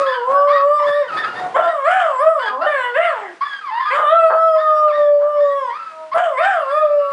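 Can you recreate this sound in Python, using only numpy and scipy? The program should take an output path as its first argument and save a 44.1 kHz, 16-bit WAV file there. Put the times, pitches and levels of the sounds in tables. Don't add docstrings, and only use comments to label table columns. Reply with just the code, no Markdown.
import sys
import numpy as np
from scipy import signal
from scipy.fft import rfft, irfft, next_fast_len
from scipy.io import wavfile
from scipy.ndimage import uniform_filter1d

SR = 44100
rng = np.random.default_rng(int(sys.argv[2]) if len(sys.argv) > 2 else 0)


def to_wav(sig):
    pcm = np.clip(np.atleast_2d(sig), -1, 1) * 32767
    pcm = np.round(pcm).astype(np.int16)
    wavfile.write(sys.argv[1], SR, pcm.T)


def to_linear_factor(level_db):
    exponent = np.asarray(level_db, float) / 20
    return 10 ** exponent


N = 313992
CUTOFF_HZ = 11050


def rms_one(x):
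    return x / np.sqrt(np.mean(np.abs(x) ** 2) + 1e-20)


def loudness(x):
    return np.sqrt(np.abs(uniform_filter1d(x ** 2, size=500)))


def at_hz(points, hz):
    curve_hz, curve_db = np.array(points)[:, 0], np.array(points)[:, 1]
    return np.interp(np.log(hz), np.log(curve_hz), curve_db)


def in_span(rows, fade_s):
    s, *columns = np.transpose(rows)
    at = np.arange(int(s[0] * SR), min(int(s[-1] * SR), N))
    t = at / SR
    cut_at_start, cut_at_end = s[0] < .005, s[-1] > N / SR - .005
    rise = np.clip((t - s[0] + cut_at_start) / fade_s, 0, 1)
    fall = np.clip((s[-1] - t + cut_at_end) / fade_s, 0, 1)
    return at, [np.interp(t, s, c) for c in columns], rise * fall


def wobble(width_hz):
    white = rng.standard_normal(N) + 1j * rng.standard_normal(N)
    return rms_one(signal.sosfilt(signal.butter(3, width_hz, fs=SR, output="sos"), white))


def coloured(spectrum):
    size = next_fast_len(N)
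    hz = np.maximum(np.arange(size // 2 + 1) * SR / size, 1)
    white = rfft(rng.standard_normal(size))
    return rms_one(irfft(white * to_linear_factor(at_hz(spectrum, hz)), size)[:N])


def near_phrases():
    # time_s, pitch_hz, effort_db, mouth_db
    # (mouth_db is the mouth opening: 2nd partial against effort)
    long_howls = [
        [(0.0, 564.7, -13, -10), (0.22, 473.6, -13, -14.5), (0.35, 564, -15.5, -0.5), (0.52, 580.5, -15, -3.5),
         (0.6, 554.5, -16, -3.5), (0.75, 596.7, -11.5, -8), (0.9, 575.6, -19.5, -3), (1.0, 588.2, -14, -14),
         (1.08, 459, -27.5, -12.5)],
        [(3.9, 471, -19.5, -6.5), (3.95, 577.5, -23.5, 3.5), (4.0, 625, -23.5, 1.5), (4.07, 582.4, -19.5, 2),
         (4.15, 672.4, -18, -1), (4.3, 639.3, -20, 1.5)],
        [(4.288, 636, -19.5, -2), (4.45, 653.6, -24.5, 8.5), (4.6, 623, -13.5, -9), (4.79, 611.8, -18.5, 1.5),
         (5.0, 590.2, -6.5, -21.5), (5.2, 579.2, -16, -15), (5.3, 594.9, -9.5, -19.5), (5.58, 557.8, -18.5, -6),
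         (5.72, 465, -30.5, 5.5)],
    ]
    # time_s, pitch_hz, effort_db, mouth_db
    wavers = [
        [(1.54, 487.4, -14, -5), (1.62, 733.4, -29, -4), (1.84, 534.8, -21.5, -1), (1.9, 716, -19.5, -3),
         (1.96, 764, -19.5, -2), (2.18, 500, -22.5, -2), (2.245, 628.4, -13.5, -6), (2.3, 655.7, -20.5, -1.5),
         (2.5, 416.7, -22, -6)],
        [(2.66, 605, -4.5, -18), (2.7, 599, -20.5, -5.5), (2.84, 492, -18.5, -7), (2.94, 479.5, -16.5, -17),
         (3.0, 674.4, -20.5, -9), (3.05, 704.2, -22.5, 1.5), (3.2, 419, -26, -6), (3.34, 330.7, -35, -13.5)],
        [(6.14, 644, -20, 1), (6.22, 727.5, -21, -10), (6.37, 498.8, -21.5, -5.5), (6.425, 700.5, -22.5, -2),
         (6.48, 802.7, -21, 0.5), (6.67, 529.6, -23.5, -5), (6.79, 620.6, -13, -6.5), (6.9, 589, -10, -23),
         (7.12, 560.4, -24.5, -1)],
    ]
    # start_db, halfway_db, end_db
    open_levels = [
        (-38.5, -39, -7),
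        (-11.5, -19.5, -18.5),
        (-29, -32, -17),
        (-22.5, -17.5, -27.5),
        (2, -4.5, -8),
        (-20, -19.5, -23.5),
    ]
    roughness = [
        (.055, 0),
        (.09, .33),
        (.03, .06),
        (.1, .06),
        (.11, .06),
        (.025, .3),
    ]
    # pitch_hz, change_db
    chest = [(335, -9), (450, -16.5), (500, -15.5), (570, -4.5), (650, 1.5), (800, 1.9)]
    rise_lean, fall_lean = .85, 0.92
    recover_per_s = 1.8

    roundness = [0.49] * len(long_howls) + [0.818] * len(wavers)
    calls, hoarseness = [], np.zeros(N)
    for points, open_db, (calm, catch), rounded in zip(long_howls + wavers, open_levels, roughness, roundness):
        s, turn_hz, effort_db, mouth_db = np.transpose(points)
        t = np.linspace(s[0], s[-1], int((s[-1] - s[0]) * 200))

        place = np.interp(t, s, np.arange(len(s)))
        leg = np.minimum(place.astype(int), len(s) - 2)
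        climb = turn_hz[leg + 1] - turn_hz[leg]
        gone = (place - leg) ** np.where(climb > 0, rise_lean, fall_lean)
        hz = turn_hz[leg] + climb * (rounded * np.sin(np.pi / 2 * gone) ** 2 + (1 - rounded) * gone)

        strain = .4 * np.interp(hz, (660, 730), [0, 1])
        strain = np.maximum.accumulate(strain + recover_per_s * t) - recover_per_s * t
        slack = .28 * np.interp(-hz, (-495, -420), [0, 1])
        caught = catch * np.exp(-((t - s[0] - .07) / .05) ** 2)
        hoarse = np.minimum(calm + strain + slack + caught, .5)

        leap = np.clip(np.gradient(hz, t) / 1000, 0, 4)
        first_db = np.interp(t, s, effort_db) + leap + at_hz(chest, hz)
        second_db = np.interp(t, s, effort_db + mouth_db) + leap
        opening_db = np.interp(t, np.linspace(s[0], s[-1], len(open_db)), open_db)
        third_db = second_db + opening_db + 2.5 * leap + 3.5 * hoarse
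        calls.append(np.transpose([t, hz, first_db, second_db, third_db]))
        at = np.arange(int(s[0] * SR), min(int(s[-1] * SR), N))
        hoarseness[at] = np.interp(at / SR, t, hoarse)
    return calls, hoarseness


def howl(calls, hoarseness, lift_db, count):
    # frequency_hz, level_db
    upper_colour = [(1800, 12.5), (2400, -8), (3000, -8), (3500, -10.5), (3900, -25.5), (5200, -18),
                    (6000, -37.5), (7600, -20), (9000, -28), (11000, -20.5)]
    out = np.zeros(N)
    chance = [wobble(100.0), wobble(210.0)]
    waver = wobble(5).real
    for rows in calls:
        at, (hz, first_db, second_db, third_db), edge = in_span(rows, fade_s=.012)
        hz = uniform_filter1d(hz, size=1100, mode="nearest")
        phase = 2 * np.pi * np.cumsum(hz) / SR
        mid_db = 0.91 * third_db + 0.27 * (second_db - 12)
        top_db = 0.37 * third_db + 0.69 * (second_db - 25.0)
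        for k in range(1, count + 1):
            if k <= 3:
                db = [first_db, second_db, third_db][k - 1]
            else:
                force_db = np.where(k * hz > 4500, top_db, mid_db)
                db = force_db + at_hz(upper_colour, k * hz) + 8.8 * np.roll(waver, 9973 * k)[at]
            spread = np.clip(hoarseness[at] * (k - .6) ** .7, 0, .96)
            thirds = 2.2 * (k > 1) * hoarseness[at] * np.cos(phase / 3 + k)
            uneven = .75 * np.roll(chance[k > 1], 977 * k)[at] + thirds
            flow = np.sqrt(1 - spread ** 2) + spread * uneven
            heard = edge * (k * hz < CUTOFF_HZ)
            out[at] += heard * to_linear_factor(db + lift_db) * np.real(flow * np.exp(1j * k * phase))
    return out


def yelps():
    # start_s, length_s, first_hz, last_hz, loudest_db
    swells = [(0.258, .18, 1244, 1510, -44.5), (.47, 0.055, 1019, 1202, -18), (.78, .03, 1181, 887, -27.5),
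              (1.075, 0.039, 1600, 1255, -29.5), (1.35, 0.054, 1773, 1868, -32.5),
              (2.418, 0.071, 1760, 1610, -29), (2.461, 0.05, 1324, 1208, -26.5),
              (3.608, 0.1, 1320, 982, -29.5), (3.706, 0.086, 847.5, 979, -23),
              (4.876, 0.045, 1515, 1013, -30.5), (5.19, 0.053, 877, 1205, -40.5),
              (5.356, 0.052, 1030, 1180, -32), (6.114, 0.027, 1016, 1150, -21),
              (6.37, 0.1, 1783, 1834, -32), (6.555, 0.17, 1415, 1348, -36.5)]
    # start_s, length_s, crest_hz, last_hz, loudest_db
    fades = [(0, 0.17, 1297, 1256, -27.5), (0.061, 0.11, 1765, 1637, -31.5),
             (0.864, 0.061, 1800, 1684, -31.5), (0.119, 0.2, 1570, 1195, -34.5),
             (0.522, 0.089, 1907, 1850, -31), (0.92, 0.16, 1872, 1815, -35.5),
             (1.167, 0.099, 1840, 1600, -29.5), (1.254, 0.23, 1432, 1330, -33.5),
             (1.62, 0.071, 1800, 1700, -40), (1.669, 0.098, 1930, 1770, -38.5),
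             (2.388, 0.18, 1530, 1427, -33), (3.408, 0.069, 1137, 1210, -22),
             (3.792, 0.075, 1073, 1003, -25), (3.852, 0.1, 1245, 1150, -26),
             (4.556, 0.068, 1063, 1180, -34), (4.579, 0.19, 1850, 1730, -39.5),
             (4.922, 0.17, 1889, 1680, -37), (6.17, 0.027, 1183, 1440, -28.5),
             (6.699, 0.18, 1758, 1670, -42)]
    # start_s, length_s, first_hz, last_hz, level_db
    whines = [(0.55, 0.07, 1189, 1324, -30.5), (0.82, 0.047, 912, 1210, -29.5),
              (1.117, 0.062, 1274, 1255, -28.5), (1.233, 0.025, 1297, 1260, -24.5),
              (2.609, 0.059, 1312, 1493, -31.5), (3.448, 0.15, 1736, 1572, -38),
              (3.796, .12, 1807, 1590, -38.5), (4.665, 0.047, 1745, 1455, -52),
              (4.758, 0.052, 1430, 1380, -46.5), (5.4, 0.14, 1785, 1933, -46),
              (5.687, 0.096, 942, 1313, -35.5), (5.787, 0.14, 1348, 1264, -40),
              (6.8, 0.33, 1290, 1350, -44.5)]
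    # pitch_hz, level_db
    second = [(950, -10.5), (1150, -24), (1350, -18.5), (1650, -7), (1900, -16.5)]

    calls = [[(s, first, db - 11.5), (s + length, last, db)] for s, length, first, last, db in swells]
    for s, length, crest, last, db in fades:
        crest_s = s + min(0.29 * length, .032)
        drop_db = 14 if crest > 1700 else 21.5
        calls.append([(s, crest * (1 - .08), db - 2.5), (crest_s, crest, db), (s + length, last, db - drop_db)])
    calls += [[(s, first, db), (s + length, last, db)] for s, length, first, last, db in whines]
    return [[(s, hz, db, db + at_hz(second, hz)) for s, hz, db in rows] for rows in calls]


def squeals(calls, hoarse):
    partials_db = [-6, -15, -20]
    out, strain, chance = np.zeros(N), np.zeros(N), wobble(100.0)
    for rows in calls:
        at, (hz, first_db, second_db), edge = in_span(rows, fade_s=0.0062)
        effort = np.clip((hz - 1000) / 400, .4, 1)
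        strain[at] += edge * effort * to_linear_factor(first_db)
        phase = 2 * np.pi * np.cumsum(uniform_filter1d(hz, size=500, mode="nearest")) / SR
        upper_db = [second_db + re_db - 17 * (effort - .2) for re_db in partials_db]
        for k, db in enumerate([first_db, second_db] + upper_db, 1):
            flow = 1 + hoarse * effort * k ** 1.2 * np.roll(chance, 977 * k)[at]
            out[at] += edge * to_linear_factor(db + 6.0) * np.real(flow * np.exp(1j * k * phase))
    return out, strain


def far_calls():
    # start_s, loudest_s, end_s, pitch_hz, level_db (a row whose end_s lies before its start_s stays
    howls = [
        (0.257, 0.393, 0.4, 378, -41),
        (1.331, 1.501, 1.476, 362.6, -31),
        (1.553, 1.663, 1.68, 340, -27.5),
        (3.062, 3.103, 3.06, 353.6, -38.5),
        (5.897, 6.008, 6.13, 316.7, -55),
        (6.142, 6.29, 6.13, 335, -30),
        (6.432, 6.594, 5.67, 353, -36),
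    ]
    # time_s, pitch_hz, level_db
    whoop = [
        (2.5, 249.3, -48.5),
        (2.57, 263.3, -52),
        (2.619, 331, -37),
        (2.66, 417, -35),
    ]
    # frequency_hz, level_db
    throat = [(260, -10), (350, -32), (520, 2), (690, 0.6), (960, 0.5), (1030, -19), (1230, -4.5)]
    sag_hz_per_s, rise_db_per_s, fall_db_per_s = 45, 102.5, 83

    calls = [whoop]
    for start, top, end, hz, db in howls:
        moments = [(start, rise_db_per_s), (top, 0), (end, fall_db_per_s)]
        calls.append([(s, hz - sag_hz_per_s * (s - top), db - rate * abs(s - top)) for s, rate in moments])
    first_three = np.arange(1, 4)
    return [[(s, hz, *(db + at_hz(throat, hz * first_three))) for s, hz, db in rows] for rows in calls]


def barks():
    # start_s, level_db, decay_s (time to fall 60 dB)
    bark_times = [
        (0.281, -34.5, 0.99),
        (1.555, 1.5, 0.047),
        (3.97, -21.5, 0.28),
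        (4.293, -13, 0.14),
        (5.2, -36.5, 0.39),
        (6.15, -10.5, 0.074),
    ]
    t = np.arange(N) / SR
    pulse_hz = 185 * (1 + 0.21 * wobble(65.0).real)
    pulses = np.diff(np.floor(np.cumsum(pulse_hz) / SR), prepend=0)
    gruff = rms_one(pulses) + 0.2 * rng.standard_normal(N)
    throat = signal.butter(6, [500, 1550], "band", fs=SR, output="sos")
    gruff = rms_one(signal.sosfilt(throat, gruff))
    shape = np.zeros(N)
    for s, db, decay_s in bark_times:
        rise = np.clip((t - s) / .014, 0, 1) ** 2
        shape += rise * to_linear_factor(db - 60 * np.abs(t - s) / decay_s)
    return gruff * shape


def rasp(near, hoarseness, strain):
    # frequency_hz, level_db (per Hz)
    growl_colour = [(400, -34), (800, 8.5), (1700, 16.5), (2400, -0.5), (3100, 13.5), (3900, -17),
                    (5000, -24), (6000, -16), (8000, -9.5), (11000, -39)]
    # frequency_hz, level_db (per Hz)
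    wheeze_colour = [(350, -43), (700, 8.5), (1200, 22.5), (1900, 19), (2500, 5.5), (3400, 5), (4100, 2.5),
                     (4900, 9), (6000, -40), (7800, -22.5), (11000, -12)]
    growl = to_linear_factor(-6.5) * hoarseness ** 1.41 * loudness(near) * coloured(growl_colour)
    wheeze = to_linear_factor(-5.5) * loudness(strain) * coloured(wheeze_colour)
    return (growl + wheeze) * to_linear_factor(3.5 * wobble(60).real)


def room(x):
    t = np.arange(int(.8 * SR)) / SR
    dull = np.exp(-2 * np.pi * 7300 / SR)
    echoes = signal.lfilter([1], [1, -dull], rng.standard_normal(len(t))) * (t > .006)
    room_t60_s, hall_t60_s = 0.2, 0.6
    echoes *= to_linear_factor(-60 * t / room_t60_s) + to_linear_factor(-16 - 60 * t / hall_t60_s)
    return signal.fftconvolve(x, echoes / np.sqrt(np.sum(echoes ** 2)))[:N]


def puffs():
    # middle_s, level_db, half_length_s
    puff_times = [(.01, -39, 0.0087), (.32, -35.5, 0.031), (.89, -35.5, .025), (1.17, -33.5, 0.064),
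                  (1.27, -38.5, 0.032), (1.35, -65, 0.011), (1.42, -34.5, 0.11), (1.568, -33, .001),
                  (1.58, -44, 0.081), (3.0, -65, 0.015), (3.99, -49, .02), (7.115, -46, 0.0084),
                  (5.0, -40.5, 0.035), (6.17, -38.5, .03)]
    # frequency_hz, level_db (per Hz)
    puff_colour = [(60, -30), (130, -0.5), (200, -6), (400, 2.5), (900, 5), (3000, -15.5), (10000, -32.5)]
    t = np.arange(N) / SR
    lumps = sum(to_linear_factor(db) * np.exp(-((t - s) / half_s) ** 2) for s, db, half_s in puff_times)
    return coloured(puff_colour) * lumps


def hiss(dogs):
    # frequency_hz, level_db (per Hz)
    hiss_colour = [(30, -2.5), (70, -11.5), (125, -7.5), (200, 0), (500, 2.5), (1500, 7), (5000, -8.5),
                   (11000, -18.5)]
    duck = 1 / (1 + 9.2 * uniform_filter1d(loudness(dogs), size=4000))
    return duck * to_linear_factor(-51) * coloured(hiss_colour)


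def scene():
    phrases, hoarseness = near_phrases()
    near = howl(phrases, hoarseness, lift_db=0.5, count=19)
    high, strain = squeals(yelps(), hoarse=0.12)
    far = howl(far_calls(), np.full(N, .08), lift_db=12.0, count=4) + barks()
    air = rasp(near, hoarseness, strain)
    wet = room(to_linear_factor(-5.5) * near + to_linear_factor(-0.5) * far + to_linear_factor(-6.0) * high + to_linear_factor(-9) * air)
    dogs = near + far + high + air + wet
    return (dogs + puffs() + hiss(dogs))[None]


def low_pass(x):
    return signal.sosfilt(signal.butter(12, 11060, fs=SR, output="sos"), x)


def record(dry):
    bent = 1.344 * np.tanh(dry / .85)
    x = signal.sosfilt(signal.butter(2, 108, "high", fs=SR, output="sos"), bent)
    x = signal.sosfilt(signal.cheby2(12, 45, CUTOFF_HZ, fs=SR, output="sos"), x)
    return low_pass(x)


dry = scene()
out = record(dry)
to_wav(out)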